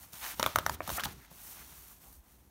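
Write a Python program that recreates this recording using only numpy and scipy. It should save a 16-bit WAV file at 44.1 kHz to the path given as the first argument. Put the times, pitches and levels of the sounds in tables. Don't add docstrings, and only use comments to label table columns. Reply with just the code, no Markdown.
import sys
import numpy as np
from scipy import signal
from scipy.fft import rfft, irfft
from scipy.io import wavfile
from scipy.ndimage import uniform_filter1d

SR = 44100
rng = np.random.default_rng(int(sys.argv[2]) if len(sys.argv) > 2 else 0)


def nominal_scale(level):
    x = np.asarray(level, float) / 20
    return 10 ** x


def digitize_waveform(pressure):
    field = np.atleast_2d(pressure).T
    bounded = np.clip(field, -1, 1)
    quanta = np.round(bounded * 32767).astype(np.int16)
    wavfile.write(sys.argv[1], SR, quanta)


N = 110250


def evened(x):
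    return x / np.sqrt(np.mean(x ** 2) + 1e-20)


def colour(x, points):
    hz = abs(np.fft.fftfreq(8192, 1 / SR))
    f, level_db = np.transpose(points)
    log_gain = np.log(nominal_scale(np.interp(np.log(hz + 1), np.log(f + 1), level_db)))
    taps = np.fft.ifft(np.exp(np.conj(signal.hilbert(log_gain)))).real[:4096]
    return signal.oaconvolve(x, taps / np.linalg.norm(taps))[:len(x)]


def add(mix, s, sound):
    part = mix[round(s * SR):][:len(sound)]
    part += sound[:len(part)]


def wander(width_s):
    size = max(int(width_s * SR), 1)
    once = uniform_filter1d(rng.standard_normal(N), size)
    return evened(uniform_filter1d(once, size))


def grit(spread_db):
    clumps_db = 1.1 * wander(.003) + .6 * wander(.02)
    catch_db = spread_db * np.minimum(rng.exponential(1, N), 6)
    return evened(nominal_scale(catch_db + clumps_db) * rng.standard_normal(N))


def ring(modes, luck, t, rise_s):
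    x = np.zeros(len(t))
    for (hz, db, t60), (pitch, level, phase) in zip(modes, luck):
        fade = nominal_scale(db + 1.5 * level - 60 * t / t60)
        x += fade * np.sin(2 * np.pi * hz * (1 + .06 * pitch) * t + .4 * phase)
    x *= np.minimum(t / rise_s, 1) ** 2
    return x / abs(x).max()


# frequency in Hz, level in dB per Hz.
ROOM_COLOUR = [(22, -50.5), (42, 11), (65, 9), (130, -31.5), (200, -12), (450, -17.5), (850, -12),
               (3000, -31), (16000, -91.5)]


def room_hum():
    return nominal_scale(-64 + 1.0 * wander(0.16)) * colour(rng.standard_normal(N), ROOM_COLOUR)


# time in
# seconds, pressure in dB, share of sheet body in dB, air push in dB.
STROKES = [
    (0, -55, -7.5, -63),
    (0.042, -50.5, -6, -66),
    (0.066, -60, -6.5, -63.5),
    (0.119, -60, -6.5, -69),
    (0.132, -49, -7.5, -53),
    (0.202, -46.5, -6.5, -77),
    (0.241, -42, 1, -60),
    (.305, -40.5, -7, -86),
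    (0.345, -47.5, 0, -51.5),
           (.355, -50.5, -9.5, -66),
    (0.392, -50.5, -3.5, -51),
    (0.476, -47, 2.5, -42.5),
    (.54, -52.5, 0, -72),
    (.55, -51.5, -0.5, -48.5),
    (.65, -58, 1, -50.5),
    (.71, -48, -7, -44.5),
    (0.748, -44.5, -3, -49),
    (.765, -67, 4, -59),
           (.81, -77, 5, -47.5),
    (.83, -55, 2, -54),
    (.87, -52.5, 1, -62),
    (0.913, -41.5, -7.5, -45),
    (0.974, -37, -9, -57),
    (0.986, -56.5, 5.5, -56),
    (1.061, -52, 3, -45),
    (1.125, -53, -2, -53.5),
    (1.14, -60.5, -1.5, -53),
           (1.296, -68, 3, -67), (1.31, -56.5, -6, -64), (1.51, -46, -12.5, -64), (1.6, -52.5, -5, -61.5),
         (1.91, -53, -11, -64.5), (2.0, -62, -11, -67), (2.02, -55.5, -8.5, -62.5),
         (2.168, -58.5, -14, -64.5), (2.22, -70.5, -5.5, -71.5), (2.32, -60, -10, -65.5),
         (2.38, -67.5, -8, -65.5), (2.5, -70, -8, -65.5)]


def hand_strokes():
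    s, press_db, body_db, push_db = np.transpose(STROKES)
    t = np.arange(N) / SR
    return [np.interp(t, s, level_db) for level_db in (press_db, body_db, push_db)]


# frequency in Hz, level in dB per Hz.
PUSH_COLOUR = [(25, -41), (45, -9.5), (70, -1), (110, -9), (200, -10), (400, -17.5), (900, -37.5)]


def air_push(push_db):
    return nominal_scale(push_db + 0.14 * wander(0.017)) * colour(rng.standard_normal(N), PUSH_COLOUR)


# start in seconds, peak in dB, pitch in Hz.
PUFFS = [(0.394, -36, 217), (.56, -37.5, 107), (0.666, -43.5, 150), (0.731, -47, 75), (0.827, -47, 91),
         (0.88, -41.5, 193), (0.906, -42.5, 99), (.9, -47, 55), (1.055, -45, 159.6), (1.073, -46, 100),
         (1.17, -48.5, 136), (1.31, -52, 159), (1.68, -56.5, 55), (1.716, -57, 151), (2.139, -55, 55.4),
         (2.168, -50.5, 55)]


def air_puffs():
    out, cycles = np.zeros(N), 3.34
    for start, peak_db, hz in PUFFS:
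        turns = np.arange(0, cycles, hz / SR)
        swell = np.sin(np.pi * turns / cycles)
        add(out, start, nominal_scale(peak_db) * swell * np.sin(2 * np.pi * turns))
    return out


# frequency in Hz, level in dB per Hz.
FIZZ_COLOUR = [(300, -8), (1500, -8), (3500, -9.5), (6300, 1.5), (9000, 3), (14400, 5), (15700, 2.5)]


def friction_fizz():
    return colour(grit(.8), FIZZ_COLOUR)


# frequency in Hz, level in dB per Hz.
BODY_COLOUR = [(200, -15.5), (450, -19.5), (750, -5), (1200, -5.5), (1900, -8), (3500, -9), (6500, -12.5),
               (12000, -31)]


def slides(press_db, body_db, fizz, catches):
    return nominal_scale(press_db) * (fizz + nominal_scale(body_db) * colour(catches, BODY_COLOUR))


# start in seconds, length in seconds, fizz in dB, hum in dB, hum pitch in Hz.
SCRAPES = [(-0.002, 0.07, -65, -73, 866), (0.127, 0.019, -63, -62.5, 1150), (0.243, 0.03, -69, -50, 1500),
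           (0.298, 0.02, -58, -54, 1900), (0.404, 0.0093, -57, -41, 1500), (0.434, 0.012, -51, -35.5, 1670),
           (0.465, 0.013, -57, -37.5, 1100), (0.59, 0.009, -55, -45, 2580), (0.815, 0.006, -63, -50, 1700),
           (0.876, 0.011, -51, -44, 660), (0.901, 0.0057, -41, -46, 1000), (0.96, 0.0071, -63, -51, 1190),
           (0.966, 0.033, -56, -44.5, 1380), (0.994, 0.0164, -49, -42, 1400),
           (0.999, 0.012, -51, -44.5, 3200), (1.034, 0.021, -39, -46, 3080),
           (1.051, 0.008, -38.5, -46, 3530), (1.053, 0.025, -77, -46, 980), (1.193, 0.077, -68, -66, 1660),
           (1.578, 0.051, -61.5, -65, 1660), (1.906, 0.025, -72, -66, 1200), (2.034, 0.074, -75, -67, 885),
           (2.241, 0.0025, -68, -84.5, 1000), (2.404, 0.0058, -73.5, -88, 1000)]


def scrapes(fizz, catches):
    out, t = np.zeros(N), np.arange(N) / SR
    spread = 1 + 0.79 / 2
    for start, length, fizz_db, hum_db, hz in SCRAPES:
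        u = (t - start) / length
        shape = np.clip(np.minimum(u / 0.28, (1 - u) / 0.089), 0, 1)
        band = signal.butter(2, [hz / spread, hz * spread], "band", fs=SR)
        hum = evened(signal.lfilter(*band, catches))
        out += shape * (nominal_scale(fizz_db) * fizz + nominal_scale(hum_db) * hum)
    return out


# start in seconds, peak in dB, pitch in Hz.
PINGS = [(.3965, -25, 745), (.3965, -27.5, 940), (.3965, -23, 1330), (.397, -31, 5750), (.401, -36, 5700),
         (.3995, -31, 900), (.4085, -35.5, 1380), (.428, -18, 614), (.428, -22, 996), (.428, -17.5, 1240),
         (.428, -23, 3710), (.428, -29, 6880), (.428, -30, 5510), (.4395, -29.5, 1290), (.462, -20, 590),
         (.462, -18, 1240), (.462, -21.5, 2260), (.462, -19, 3500), (.4735, -25, 1140), (.5585, -16, 670),
         (.5585, -12.5, 1310), (.5585, -26.5, 2220), (.5705, -33, 1150), (.586, -19, 660),
         (.586, -19, 1074), (.586, -20, 1317), (.5925, -40, 3200), (.6635, -16.5, 810),
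         (.6635, -18.5, 1437), (.6635, -18.5, 1715), (.663, -28, 5920), (.682, -36, 1310), (.696, -23, 933),
         (.696, -33, 650), (.696, -31, 1830), (.696, -29, 4850), (.696, -29.5, 7000), (.8052, -22, 720),
         (.8052, -24.5, 1020), (.805, -30, 1790), (.8055, -32, 2220), (.877, -28, 780), (.877, -28, 1160),
         (.8922, -30.5, 818), (.8922, -28, 1330), (.9015, -32.5, 1840), (.9805, -29, 780),
         (.9825, -32, 1260), (.985, -30, 1430), (.9895, -34, 1660), (.996, -39, 1340), (.9995, -31.5, 3080),
         (1.0358, -32, 1580), (1.0362, -32.5, 2950), (1.0362, -31.5, 5050), (1.0395, -31, 5130),
         (1.0575, -38.5, 1000), (1.722, -52.5, 900)]


def panel_pings():
    out, t = np.zeros(N), np.arange(5000) / SR
    for s, peak_db, hz in PINGS:
        t60 = .0075 * (3500 / hz) ** .12
        add(out, s, nominal_scale(peak_db) * ring([(hz, 0, t60)], [(0.002, 0, 0.0035)], t, 0.001))
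    return out


# start in seconds, peak in dB, sheet pitch in Hz,
# then crease ring and crack, each in dB against the thock.
SNAPS = [(.133, -50, 840, 6, -14), (0.3963, -22, 960, -3.5, -12.5), (0.3988, -21, 1026, -10, -18),
         (.428, -23.5, 1000, 5.5, -4.5), (0.462, -21, 1230, -11, -5.5), (.5585, -19.5, 1290, -4.5, -6.5),
         (.586, -21.5, 1100, -3, -11), (0.6633, -20, 1322, -4.5, -12), (0.695, -26, 940, -6.5, -8),
         (.805, -40, 920, -36, -41), (0.876, -34, 785, -5, -4), (.8922, -26.5, 970, -6.5, -13),
         (0.9011, -24.5, 1115, -4.5, -29), (0.9798, -38, 1030, -24, -45), (.985, -26.5, 1310, -38, -28),
         (.996, -27, 1310, -8, -9.5), (1.025, -41, 1450, -32, -18), (1.0359, -28, 1770, -1.5, -9),
         (1.0395, -27.5, 1920, -6, -14.5), (1.0556, -30, 1590, -4, -15), (1.315, -45.5, 606, -10, -26),
         (1.57, -45, 950, -16, -12), (2.127, -65.5, 1010, -23, 11.5)]
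# multiple of the sheet pitch, level in dB, 60 dB fade in seconds.
SHEET_TONES = [(.62, -8, .009), (.82, -4, .008), (1.0, 0, .007), (1.3, -2, .006), (1.6, -5, .006),
               (2.1, -11, .006)]
# frequency in Hz, level in dB, 60 dB fade in seconds.
CREASE_TONES = [(2426, -1, 0.004), (3160, -1.5, 0.0058), (3680, -2.5, 0.007), (4300, -3, 0.0047),
                (5820, -3.5, 0.006), (7230, -11, 0.0075)]


def snaps():
    out, t = np.zeros(N), np.arange(5000) / SR
    thin = signal.butter(2, 477, "high", fs=SR)
    for s, peak_db, pitch_hz, crease_db, crack_db in SNAPS:
        luck = rng.uniform(-1, 1, (13, 3))
        sheet = [(k * pitch_hz, db, t60) for k, db, t60 in SHEET_TONES]
        thock = signal.lfilter(*thin, ring(sheet, luck, t, 0.00083))
        crease = ring(CREASE_TONES, luck[6:], t, 0.00057)
        crack_fade = nominal_scale(-60 * t / .008) + nominal_scale(-11 - 60 * (t / .018) ** 2)
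        burst = rng.standard_normal(5000) * crack_fade * np.minimum(t / .0008, 1)
        crack = colour(burst, FIZZ_COLOUR[1:])
        crack /= abs(crack).max()
        flap_hz = 110 * (1 + .2 * luck[12, 0])
        flap = nominal_scale(-23.5 - 60 * t / 0.076) * np.sin(2 * np.pi * flap_hz * t) * np.minimum(t / 0.0044, 1)
        snap = thock + flap + nominal_scale(crease_db + 3.0) * crease + nominal_scale(crack_db + 9) * crack
        add(out, s, nominal_scale(peak_db) * snap)
    return out


# delay in seconds, level in dB.
ECHOES = [
    (.0032, -14),
    (.0112, -21),
    (.0128, -22),
    (.019, -24),
]


def room(x):
    tail_db, tail_t60, dull_hz = -14, 0.27, 2730
    t = np.arange(SR // 2) / SR
    tail = rng.standard_normal(len(t)) * nominal_scale(-60 * t / tail_t60) * (t > .005)
    taps = nominal_scale(tail_db) * tail / np.linalg.norm(tail)
    for delay, echo_db in ECHOES:
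        add(taps, delay, nominal_scale(echo_db) * signal.unit_impulse(1))
    echoed = signal.fftconvolve(x, taps)[:N]
    return x + signal.lfilter(*signal.butter(1, dull_hz, fs=SR), echoed)


def scene():
    press_db, body_db, push_db = hand_strokes()
    fizz, catches = friction_fizz(), grit(2.8)
    air = air_push(push_db) + air_puffs()
    rubbing = slides(press_db, body_db, fizz, catches) + scrapes(fizz, catches)
    sharp = room(snaps() + panel_pings())
    edge = signal.firwin(401, 15800, window=("kaiser", 8), fs=SR)
    soft = signal.oaconvolve(room_hum() + air + rubbing + sharp, edge, "same")
    return np.tile(soft + nominal_scale(-28.5) * sharp, (2, 1))


def roll_off(x):
    return signal.sosfilt(signal.butter(12, 16830, fs=SR, output="sos"), x)


# frequency in Hz, width in Hz, depth in dB.
HOUSING_DIPS = [
    (4940, 180, -6.5),
    (7590, 1300, -3.5),
    (10430, 1100, -3),
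]


def record(dry):
    hz = np.fft.rfftfreq(N, 1 / SR)
    dips_db = sum(db / (1 + ((hz - f) / width * 2) ** 2) for f, width, db in HOUSING_DIPS)
    bass_cut = 1 / np.sqrt(1 + (33 / (hz + 1)) ** 6)
    mix = irfft(rfft(dry) * nominal_scale(dips_db) * bass_cut, N)
    return roll_off(mix)


dry = scene()
out = record(dry)
digitize_waveform(out)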